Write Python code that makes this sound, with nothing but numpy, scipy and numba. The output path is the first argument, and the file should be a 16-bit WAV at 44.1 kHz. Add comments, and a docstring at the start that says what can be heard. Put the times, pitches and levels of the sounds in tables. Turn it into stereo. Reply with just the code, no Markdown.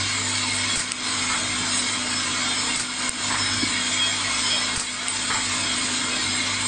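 """A humming feeder and caps rattling in a ringing steel bowl are heard first, with conveyor scrape and air hiss.
About every two seconds the bottling machine spits air from two valves, then its capping head lands and spins.
Steady parts are filtered noise, dense impacts and wavering sines; blows and clicks are decaying noise or modes.
A gain control ducks under loud air and clicks; short delays then widen the single channel to two."""
import sys
import numpy as np
from scipy import signal
from scipy.fft import rfft, irfft
from scipy.io import wavfile
from scipy.ndimage import uniform_filter1d
from numba import njit

SR = 44100
rng = np.random.default_rng(int(sys.argv[2]) if len(sys.argv) > 2 else 0)


def to_wav(sig):
    """Store sig (one row per channel, or 1-D mono) as 16-bit WAV at the path in sys.argv[1].

    Samples outside -1..1 are clipped; the rate is SR.
    """
    pcm = np.clip(np.atleast_2d(sig), -1, 1) * 32767
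    pcm = np.round(pcm).astype(np.int16)
    wavfile.write(sys.argv[1], SR, pcm.T)  # frames by channels


N = 294147
T = np.arange(N) / SR
FREQS = np.fft.rfftfreq(N, 1 / SR)
# Throughout, t60 is the time to fall by 60 dB, and levels are those before the gain control.


def undb(db):
    """Logarithmic level: decibels become an amplitude gain."""
    return 10 ** (np.asarray(db) / 20)


def level(x, db):
    """Root-mean-square amplitude: scale a sound to this level."""
    return x * undb(db) / np.sqrt(np.mean(x ** 2))


def colour(x, points):
    """Linear filtering: the gain in dB is interpolated over log frequency between (f/Hz, gain/dB) points."""
    hz, db = np.transpose(points)
    gain_db = np.interp(np.log(FREQS + 1), np.log(hz), db)
    return irfft(rfft(x) * undb(gain_db), N)


def noise(points):
    """Spectral shaping: white noise is coloured and brought to unit rms."""
    return level(colour(rng.standard_normal(N), points), 0)


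def walk(rate):
    """Low-pass fluctuation: smooth random drift of unit spread, fading above about this rate in Hz."""
    hz = FREQS[:N // 100]
    spectrum = rfft(rng.standard_normal(2 * len(hz) - 1))
    drift = irfft(spectrum * np.exp(-(hz / rate) ** 2))
    return np.interp(T, np.linspace(0, T[-1], len(drift)), drift / drift.std())


def curves(table):
    """Linear interpolation: each column after t/s becomes a curve, sample by sample."""
    s, *columns = np.transpose(table)
    return [np.interp(T, s, column) for column in columns]


def swell(middle, length):
    """Gaussian envelope: a smooth rise and fall, at half gain or more for this length."""
    return .5 ** ((2 * (T - middle) / length) ** 2)


def swells(table):
    """Superposition: the changes in dB of all listed swells are added."""
    return sum(db * swell(s, length) for s, length, db in table)


def held(middle, length):
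    """Flat-topped envelope: a rub builds up, holds and lets go, at half gain or more for this length."""
    return .5 ** ((2 * (T - middle) / length) ** 4)


def decay(start, t60, rise):
    """Exponential damping: the envelope of a blow with a short rise."""
    age = np.maximum(T - start, 0)
    return (1 - np.exp(-age / rise)) * np.exp(-np.log(1000) * age / t60)


def strike(s, modes, rise):
    """Modal ringing: one contact excites damped sines, given as (f/Hz, level/dB, t60/s)."""
    t = T[:SR // 4]
    ring = 0
    for hz, db, t60 in modes:
        ring = ring + undb(db) * np.sin(2 * np.pi * hz * t) * np.exp(-np.log(1000) * t / t60)
    return np.pad(ring * (1 - np.exp(-t / rise)), (int(s * SR), N))[:N]


def blows(table, points, rise):
    """High modal density: soft blows on a steel part shake so many close modes that noise stands for them."""
    return noise(points) * sum(undb(db) * decay(s, t60, rise) for s, db, t60 in table)


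def impacts(per_s, scatter_db):
    """Shot noise: a dense stream of tiny random impacts of uneven size."""
    hits = rng.random(N) < per_s / SR
    sizes = rng.standard_normal(N) * undb(scatter_db * rng.standard_normal(N))
    return hits * sizes


def panels(x, t60, wet_db):
    """Diffuse reverberation: dense reflections between the machine's steel panels."""
    t = T[:SR // 2]
    tail = rng.standard_normal(len(t)) * np.exp(-np.log(1000) * t / t60)
    return x + undb(wet_db) * signal.fftconvolve(x, tail / np.linalg.norm(tail))[:N]


def shifting(x, depth_db, frames_size, bins_size):
    """Time-varying filtering: random smooth gains over time and pitch make the colour flicker."""
    cells = signal.stft(x, nperseg=1024)[2]
    drift = rng.standard_normal(cells.shape)
    for _ in range(2):
        drift = uniform_filter1d(drift, frames_size, axis=1)
        drift = uniform_filter1d(drift, bins_size, axis=0)
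    gain = undb(depth_db * drift / drift.std())
    return level(signal.istft(cells * gain)[1][:N], 0) * x.std()


# motor lines: (f/Hz, relative level/dB, waver/dB)
MOTOR_LINES = [(49, -16.5, 3), (148.5, -20, 3), (192, -17, 3.5), (250.1, -1.4, 1), (307.3, -11.5, 2.5)]
# level of the whole hum: (t/s, level/dB)
HUM_LEVEL = [(0, -38.5), (1.2, -37.5), (3.6, -37.5), (4, -39.5), (5.25, -39.5), (5.75, -37)]
# level of the feeder magnet's line against the rest of the hum: (t/s, relative level/dB)
MAGNET_LEVEL = [(0, 0.5), (.5, -3.5), (.62, -5), (1.25, -8), (2.1, -7), (2.3, -8.5), (3.2, -13), (3.35, -4),
                (3.8, -8.5), (4.05, -3), (4.3, -4.5), (4.75, -6.5), (5.2, -7.5), (5.5, -5), (5.9, -10),
                (6.6, -5.5)]
# spectrum of the frame's rumble: (f/Hz, relative density/dB)
RUMBLE_SPECTRUM = [(20, -5.5), (55, -14), (85, 2.5), (175, 3), (270, 12), (480, -6), (800, -41.5),
                   (9000, -87)]
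MAGNET_HZ = 100.1  # twice the mains frequency


def hum():
    """Forced vibration: magnet and motors drive wavering lines over the frame's broadband rumble."""
    lines = 0
    for hz, line_db, waver in MOTOR_LINES:
        strength = undb(line_db + waver * walk(4.2))
        lines = lines + strength * np.sin(2 * np.pi * hz * T + 0.15 * waver * walk(4.6))
    magnet_db, = curves(MAGNET_LEVEL)
    magnet_phase = 2 * np.pi * MAGNET_HZ * T + .4 * walk(6.5)
    magnet = undb(magnet_db + 2.1 * walk(6.4)) * np.sin(magnet_phase)
    rumble = noise(RUMBLE_SPECTRUM) * undb(-4.0 + walk(6.0))
    load_db, = curves(HUM_LEVEL)
    return (np.sqrt(2) * (lines + magnet) + rumble) * undb(load_db)


# spectrum of the steady hiss: (f/Hz, relative density/dB)
HISS_SPECTRUM = [(2500, -12.5), (5200, 0), (5900, 2), (6450, 4), (6800, 9), (8750, 8), (9050, -7.5),
                 (9400, -76)]
# the hiss grows for a moment: (middle t/s, length/s, change/dB)
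HISS_SWELLS = [(.58, 0.053, 3.2), (1.74, 0.086, 2.3), (2.59, 0.081, 1.4), (4.47, 0.083, 1.7),
               (5.7, 0.31, 2)]
# spectrum of the bright swells: (f/Hz, relative density/dB)
BRIGHT_SPECTRUM = [(4500, -35.5), (6800, -5), (8800, 5), (9600, -9), (10200, -51)]
# short swells of bright noise reaching above 9 kHz: (middle t/s, length/s, level/dB)
BRIGHT_SWELLS = [(.14, 0.07, -42), (.3, 0.041, -37), (0.556, 0.032, -30), (1.33, 0.049, -37),
                 (2.636, 0.061, -40.5), (5.437, .05, -40.5), (5.546, .05, -38), (5.93, .05, -36.5),
                 (6.607, 0.044, -38)]


def air_line():
    """Turbulent jet noise: leaking compressed air gives a steady hiss. Apart from it, short swells of bright
    noise now and then reach above 9 kHz."""
    hiss = shifting(noise(HISS_SPECTRUM), depth_db=5.5, frames_size=5, bins_size=1)
    hiss_db = -30.5 + swells(HISS_SWELLS) + .5 * walk(25)
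    envelope = sum(undb(db) * swell(s, length) for s, length, db in BRIGHT_SWELLS)
    return hiss * undb(hiss_db) + noise(BRIGHT_SPECTRUM) * envelope


# spectrum of the scrape's slips: (f/Hz, relative gain/dB)
SCRAPE_SPECTRUM = [(200, -47), (400, -7.5), (800, -5), (950, 2), (1250, 1.5), (1620, 1.5), (1820, -10.5),
                   (2300, -3.5), (5000, -51), (9000, -80)]
CONVEYOR_DB, START_DB, SETTLE_S = -31.5, -2, 0.48  # the scrape starts softer and settles


def conveyor(change_db):
    """Stick-slip friction: chain links scrape along their guides in countless small slips."""
    slips = colour(impacts(per_s=12000, scatter_db=2.0), SCRAPE_SPECTRUM)
    scrape = shifting(panels(slips, t60=0.21, wet_db=-5.5), depth_db=3.0, frames_size=6, bins_size=1)
    db = CONVEYOR_DB + START_DB * np.exp(-(T / SETTLE_S) ** 2) + change_db
    return level(scrape, -1.95) * undb(db)


# spectrum of the cap rattle: (f/Hz, relative gain/dB)
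RATTLE_SPECTRUM = [(900, -19), (1700, -7), (2150, 3), (2500, -2), (3250, -1), (3480, -0.5), (4400, 0),
                   (4750, -5), (5250, -1.5), (5500, -53), (9000, -75)]
# drive of the rattle: (t/s, level/dB)
RATTLE_LEVEL = [(0, -28), (1.4, -28.5), (3.2, -29), (3.9, -27.5), (4.6, -29), (5.3, -28.5), (6.6, -28)]
# modes of the steel bowl and track: (f/Hz, bandwidth/Hz, rms level before the trim/dB)
BOWL_MODES = [(1039, 8, -51), (1141, 6, -46.5), (1266, 5, -46.5), (1625, 22, -48), (1674, 12, -49),
              (2148, 12, -43.5), (2210, 22, -47.5), (2290, 14, -49), (2440, 20, -49), (3010, 22, -49),
              (3385, 12, -52), (3655, 10, -47), (4112, 10, -43), (4370, 10, -50), (4497, 10, -51),
              (4965, 10, -50), (6748, 24, -46), (7565, 18, -50), (7963, 6, -46), (8630, 30, -48)]
BOWL_TRIM_DB, BOWL_SWELL_DB = -5, 5.5  # trim of all modes; spread of each one's own swelling
RATTLE_SHARE = 0.68  # dB of rattle change per dB of scrape change


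def feeder(change_db):
    """Resonance: caps chatter on the vibrating track and keep the bowl's modes ringing, each with its own swell."""
    caps_db, = curves(RATTLE_LEVEL)
    drive_gain = undb(caps_db + RATTLE_SHARE * change_db)
    chatter = impacts(per_s=10000, scatter_db=1.0) * undb(0.36 * walk(23))
    caps = panels(colour(chatter, RATTLE_SPECTRUM), t60=0.24, wet_db=-4.5)
    caps = level(caps, -0.26) * drive_gain
    drive, bowl = rfft(chatter * drive_gain), 0
    for hz, width, mode_db in BOWL_MODES:
        resonance = 1j * FREQS * width / (hz ** 2 - FREQS ** 2 + 1j * FREQS * width)
        ring = irfft(drive * resonance, N) * undb(BOWL_SWELL_DB * walk(6.5))
        bowl = bowl + level(ring, mode_db + BOWL_TRIM_DB)
    return shifting(caps, depth_db=4.5, frames_size=5, bins_size=1) + bowl


# the bowl's least damped modes: (f/Hz, phase wander/rad)
SINGING_MODES = [(3106, 1.4), (3268, .35), (3618, 1.1), (4016, .6), (5060, 1.2), (5222, .8), (8577, 1.2)]
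# resting strength of each singing mode: relative level/dB
SINGING_REST_DB = [-45.5, -40, -43.5, -43, -43, -42.5, -44]
# caps rub the rim, each swelling one mode: (middle t/s, length/s, mode f/Hz, relative level/dB)
RUBS = [(0.614, .11, 3268, -36), (1.6, 0.11, 3106, -36), (1.727, 0.15, 5060, -33), (1.75, 0.12, 8577, -28),
        (1.82, .3, 5222, -38), (2.147, 0.097, 5222, -29.5), (2.504, 0.081, 3618, -30),
        (2.6, .14, 5222, -30.5), (3.495, .33, 5222, -31.5), (3.797, 0.18, 3268, -31.5),
        (4.024, 0.16, 3268, -24), (4.49, 0.17, 3106, -33), (4.5, 0.15, 5060, -33),
        (4.514, 0.3, 5222, -30.5), (4.558, 0.1, 3268, -27.5), (5.726, 0.068, 3268, -32.5)]


def singing_bowl():
    """Friction-excited modes: lightly damped tones waver in phase and strength and swell when caps rub the rim."""
    pitches = np.array(SINGING_MODES)[:, 0]
    power = [undb(db) ** 2 for db in SINGING_REST_DB]
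    for s, length, hz, db in RUBS:
        k = np.argmin(abs(pitches - hz))
        power[k] = power[k] + (undb(db) * held(s, length)) ** 2
    out = 0
    for (hz, wander), mode_power in zip(SINGING_MODES, power):
        phase = 2 * np.pi * hz * T + wander * walk(19)
        tone = level(np.sin(phase) * undb(3.2 * walk(15)), -1.3)
        out = out + tone * np.sqrt(mode_power)
    return out


# dull bumps of the stops: (t/s, peak level/dB)
THUDS = [(.776, -19.5), (2.776, -26), (3.0955, -21), (4.777, -16)]


def thuds():
    """Impulsive pressure: each stop gives one dull push."""
    return sum(undb(db) * swell(s, .0028) for s, db in THUDS)


# bottles and stops clicking: (t/s, then the level/dB of each of the four click modes)
CLICKS = [(.7622, -30, -22, -9, -8), (.9193, -6, 2, 4.5, 8), (2.7608, -24, -16, -3, -2),
          (2.7758, -22, -12, -7, -5), (3.0931, -24, -8, 3, 10.5), (4.7985, -12, -6, -5, -6),
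          (5.0835, -11, -8, 3.5, 6), (5.3728, -26, -16, -14, -10)]
# what a click rings with: (f/Hz, t60/s)
CLICK_MODES = [(2900, .006), (5050, .003), (8400, .0032), (13000, .008)]


def clicks():
    """Stiff contact: glass and steel meet very briefly, each time with its own balance of modes."""
    out = 0
    for s, *levels in CLICKS:
        modes = [(hz, db, t60) for (hz, t60), db in zip(CLICK_MODES, levels)]
        out = out + strike(s, modes, rise=.0003)
    return out


# spectrum of the spindle: (f/Hz, relative density/dB)
SPINDLE_SPECTRUM = [(60, -36.5), (88, 3), (102, 13.5), (120, -8.5), (190, -5), (300, -40.5)]
# the spindle screws a cap down: (middle t/s, length/s, level/dB)
SPINS = [(1.42, 0.4, -46), (3.54, 0.52, -41), (5.526, 0.48, -45)]


def spindle():
    """Rotational noise: the capping spindle drones for a moment after each landing."""
    return noise(SPINDLE_SPECTRUM) * sum(undb(db) * swell(s, length) for s, length, db in SPINS)


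# machine cycles, shared with the knocks: (t/s, valve level/dB, exhaust/s, knock level/dB, knock t60/s)
CYCLES = [(0.754, -15, 0.15, -25.5, 0.33), (2.756, -16, 0.14, -26, 0.41), (4.757, -15.5, 0.23, -21.5, 0.24)]
# the two valves of a cycle: (delay/s, spit relative level/dB, chuff relative level/dB, chuff t60/s,
# chuff rise/s, jet level/dB, share of the exhaust length)
VALVE_PAIR = [(0, -1, 3, 0.16, 0.015, -7, 0.02), (0.036, -7.5, -2.5, 0.25, 0.0057, -10.5, 1)]
# spectrum of spit and chuff: (f/Hz, relative density/dB)
CHUFF_SPECTRUM = [(200, 9), (700, 6), (1500, 13.5), (2500, 11), (3400, 1), (4700, 15), (5900, 10),
                  (7000, 12), (8500, 18), (9500, 7.5), (12000, -43)]
# spectrum of the vented jet: (f/Hz, relative density/dB)
JET_SPECTRUM = [(2000, -36), (9000, -21.5), (10500, -73), (13000, 1), (18000, 16)]


def valves():
    """Transient jet noise: a valve opens with a sharp spit and a chuff, and vents a jet strongest in high treble."""
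    chuff, jet = 0, 0
    for start, cycle_db, exhaust, *_ in CYCLES:
        for delay, spit_db, chuff_db, t60, rise, jet_db, share in VALVE_PAIR:
            s = start + delay
            spit = undb(spit_db) * decay(s + .003, t60=.03, rise=.001)
            chuff = chuff + undb(cycle_db) * (spit + undb(chuff_db) * decay(s, t60, rise))
            # the jet builds up quickly and dies away as the cylinder empties
            opening = np.clip((T - s) / 0.00081, 0, 1)
            emptying = np.clip(1 - (T - s - share * exhaust) / 0.053, 0, 1)
            jet = jet + undb(jet_db) * opening * emptying
    return noise(CHUFF_SPECTRUM) * chuff + noise(JET_SPECTRUM) * jet


# what the capping column rings with: (f/Hz, relative level/dB, t60/s)
COLUMN_MODES = [(958, -9, .15), (1071, -8, .2), (1297, -2, .14), (1373, 0, .07), (1599, -5, .13),
                (2191, -9, .07)]
# spectrum of the knock: (f/Hz, relative density/dB)
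KNOCK_SPECTRUM = [(300, -1.5), (700, -5), (900, 9), (1500, 6.5), (2200, 5), (4000, -38)]
# spectrum of the frame's judder: (f/Hz, relative density/dB)
JUDDER_SPECTRUM = [(30, -23), (90, -6.5), (300, 3.5), (500, -19), (1500, -52)]
# the frame judders: (t/s, level/dB, t60/s)
JUDDERS = [(1.6, -30, .28), (3.622, -21, 0.17), (5.645, -28.5, 0.23)]
KNOCK_DELAY_S, KNOCK_RISE_S = .542, .004  # the delay runs from the start of the cycle
REBOUND_S, REBOUND_DB = 0.042, -6
COLUMN_DELAY_S, COLUMN_DB = .003, -1  # relative to the landing


def knocks():
    """Impact and rebound: the capping head lands, rings its column and bounces once; the frame judders lower."""
    landings = [(s + KNOCK_DELAY_S, db, t60) for s, *_, db, t60 in CYCLES]
    rebounds = [(s + REBOUND_S, db + REBOUND_DB, t60) for s, db, t60 in landings]
    column = 0
    for s, db, _ in landings:
        column = column + undb(db + COLUMN_DB) * strike(s + COLUMN_DELAY_S, COLUMN_MODES, KNOCK_RISE_S)
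    head = blows(landings + rebounds, KNOCK_SPECTRUM, KNOCK_RISE_S)
    return column + head + blows(JUDDERS, JUDDER_SPECTRUM, rise=0.008)


# the scrape and rattle grow louder or softer for a moment: (middle t/s, length/s, change of scrape/dB)
SCRAPE_CHANGES = [(1.14, 0.19, 0), (2.52, 0.3, 1.5), (3.055, .06, 1), (3.24, .12, -0.5), (4.53, 0.22, 2.5),
                  (5.23, 0.21, -1.5)]


def scene():
    """Superposition: all parts of the machine add at one microphone, given as two equal channels."""
    change_db = swells(SCRAPE_CHANGES)
    steady = hum() + air_line() + conveyor(change_db) + feeder(change_db) + singing_bowl()
    near = steady + thuds() + clicks() + spindle() + valves() + knocks()
    return np.array([near, near])


@njit
def follow(power, attack, release):
    """Exponential averaging: an envelope follower with separate rates for rise and fall."""
    out, e = np.empty(len(power)), 0.
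    for i in range(len(power)):
        e += (power[i] - e) * (attack if power[i] > e else release)
        out[i] = e
    return out


def gain_control(x, top_db, window_s, attack_s, release_s, lag_s):
    """Dynamic compression: a fast limiter and a slow gain rider, both a moment late."""
    fast = follow(np.mean(x ** 2, axis=0), 1 / (window_s * SR), 1 / (window_s * SR))
    slow = follow(fast, 1 / (attack_s * SR), 1 / (release_s * SR))
    gain = np.minimum(1, undb(top_db) / np.sqrt(np.maximum(fast, slow) + 1e-12))
    return x * np.interp(T - lag_s, T, gain)


# side channel, inverted late copy: (f/Hz, gain/dB)
LATE_COPY = [(300, -33), (1500, -15.5), (2800, -11.5), (4200, -6), (6500, -1.5), (9000, -4)]
# side channel, spray of short delays: (f/Hz, gain/dB)
SPRAY = [(90, -45), (280, -14.5), (480, -1.5), (1100, -3.5), (2300, -3.5), (4200, -4.5), (6500, -16),
         (9000, -6.5)]
# side channel, a little direct sound: (f/Hz, gain/dB)
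LEAN = [(300, -39), (3000, -35), (4500, -14), (6500, -7), (8500, -14.5)]
LATE_S, SPRAY_FROM_S, SPRAY_TO_S = .0202, .010, .029


def widen(mid):
    """Decorrelation: delayed copies of the sound are added on the left and subtracted on the right."""
    late = np.pad(mid, (int(LATE_S * SR), 0))[:N]
    taps = rng.standard_normal(int(SPRAY_TO_S * SR))
    taps = taps * (T[:len(taps)] > SPRAY_FROM_S)
    # every pitch gets its own delay but keeps its strength
    spray = irfft(rfft(mid) * np.exp(1j * np.angle(rfft(taps, N))), N)
    side = colour(spray, SPRAY) - colour(late, LATE_COPY) + colour(mid, LEAN)
    return np.array([mid + side, mid - side])


def record(dry):
    """Signal chain: the recorder ducks on loud air and clicks, widens the sound, then cuts above 9750 Hz."""
    ducked = gain_control(dry, top_db=-13.0, window_s=.003, attack_s=0.0019, release_s=0.087, lag_s=.0012)
    low_pass = signal.ellip(12, .2, 95, 9750, fs=SR, output="sos")
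    return signal.sosfilt(low_pass, widen(ducked.mean(axis=0)))


dry = scene()
out = record(dry)
to_wav(out)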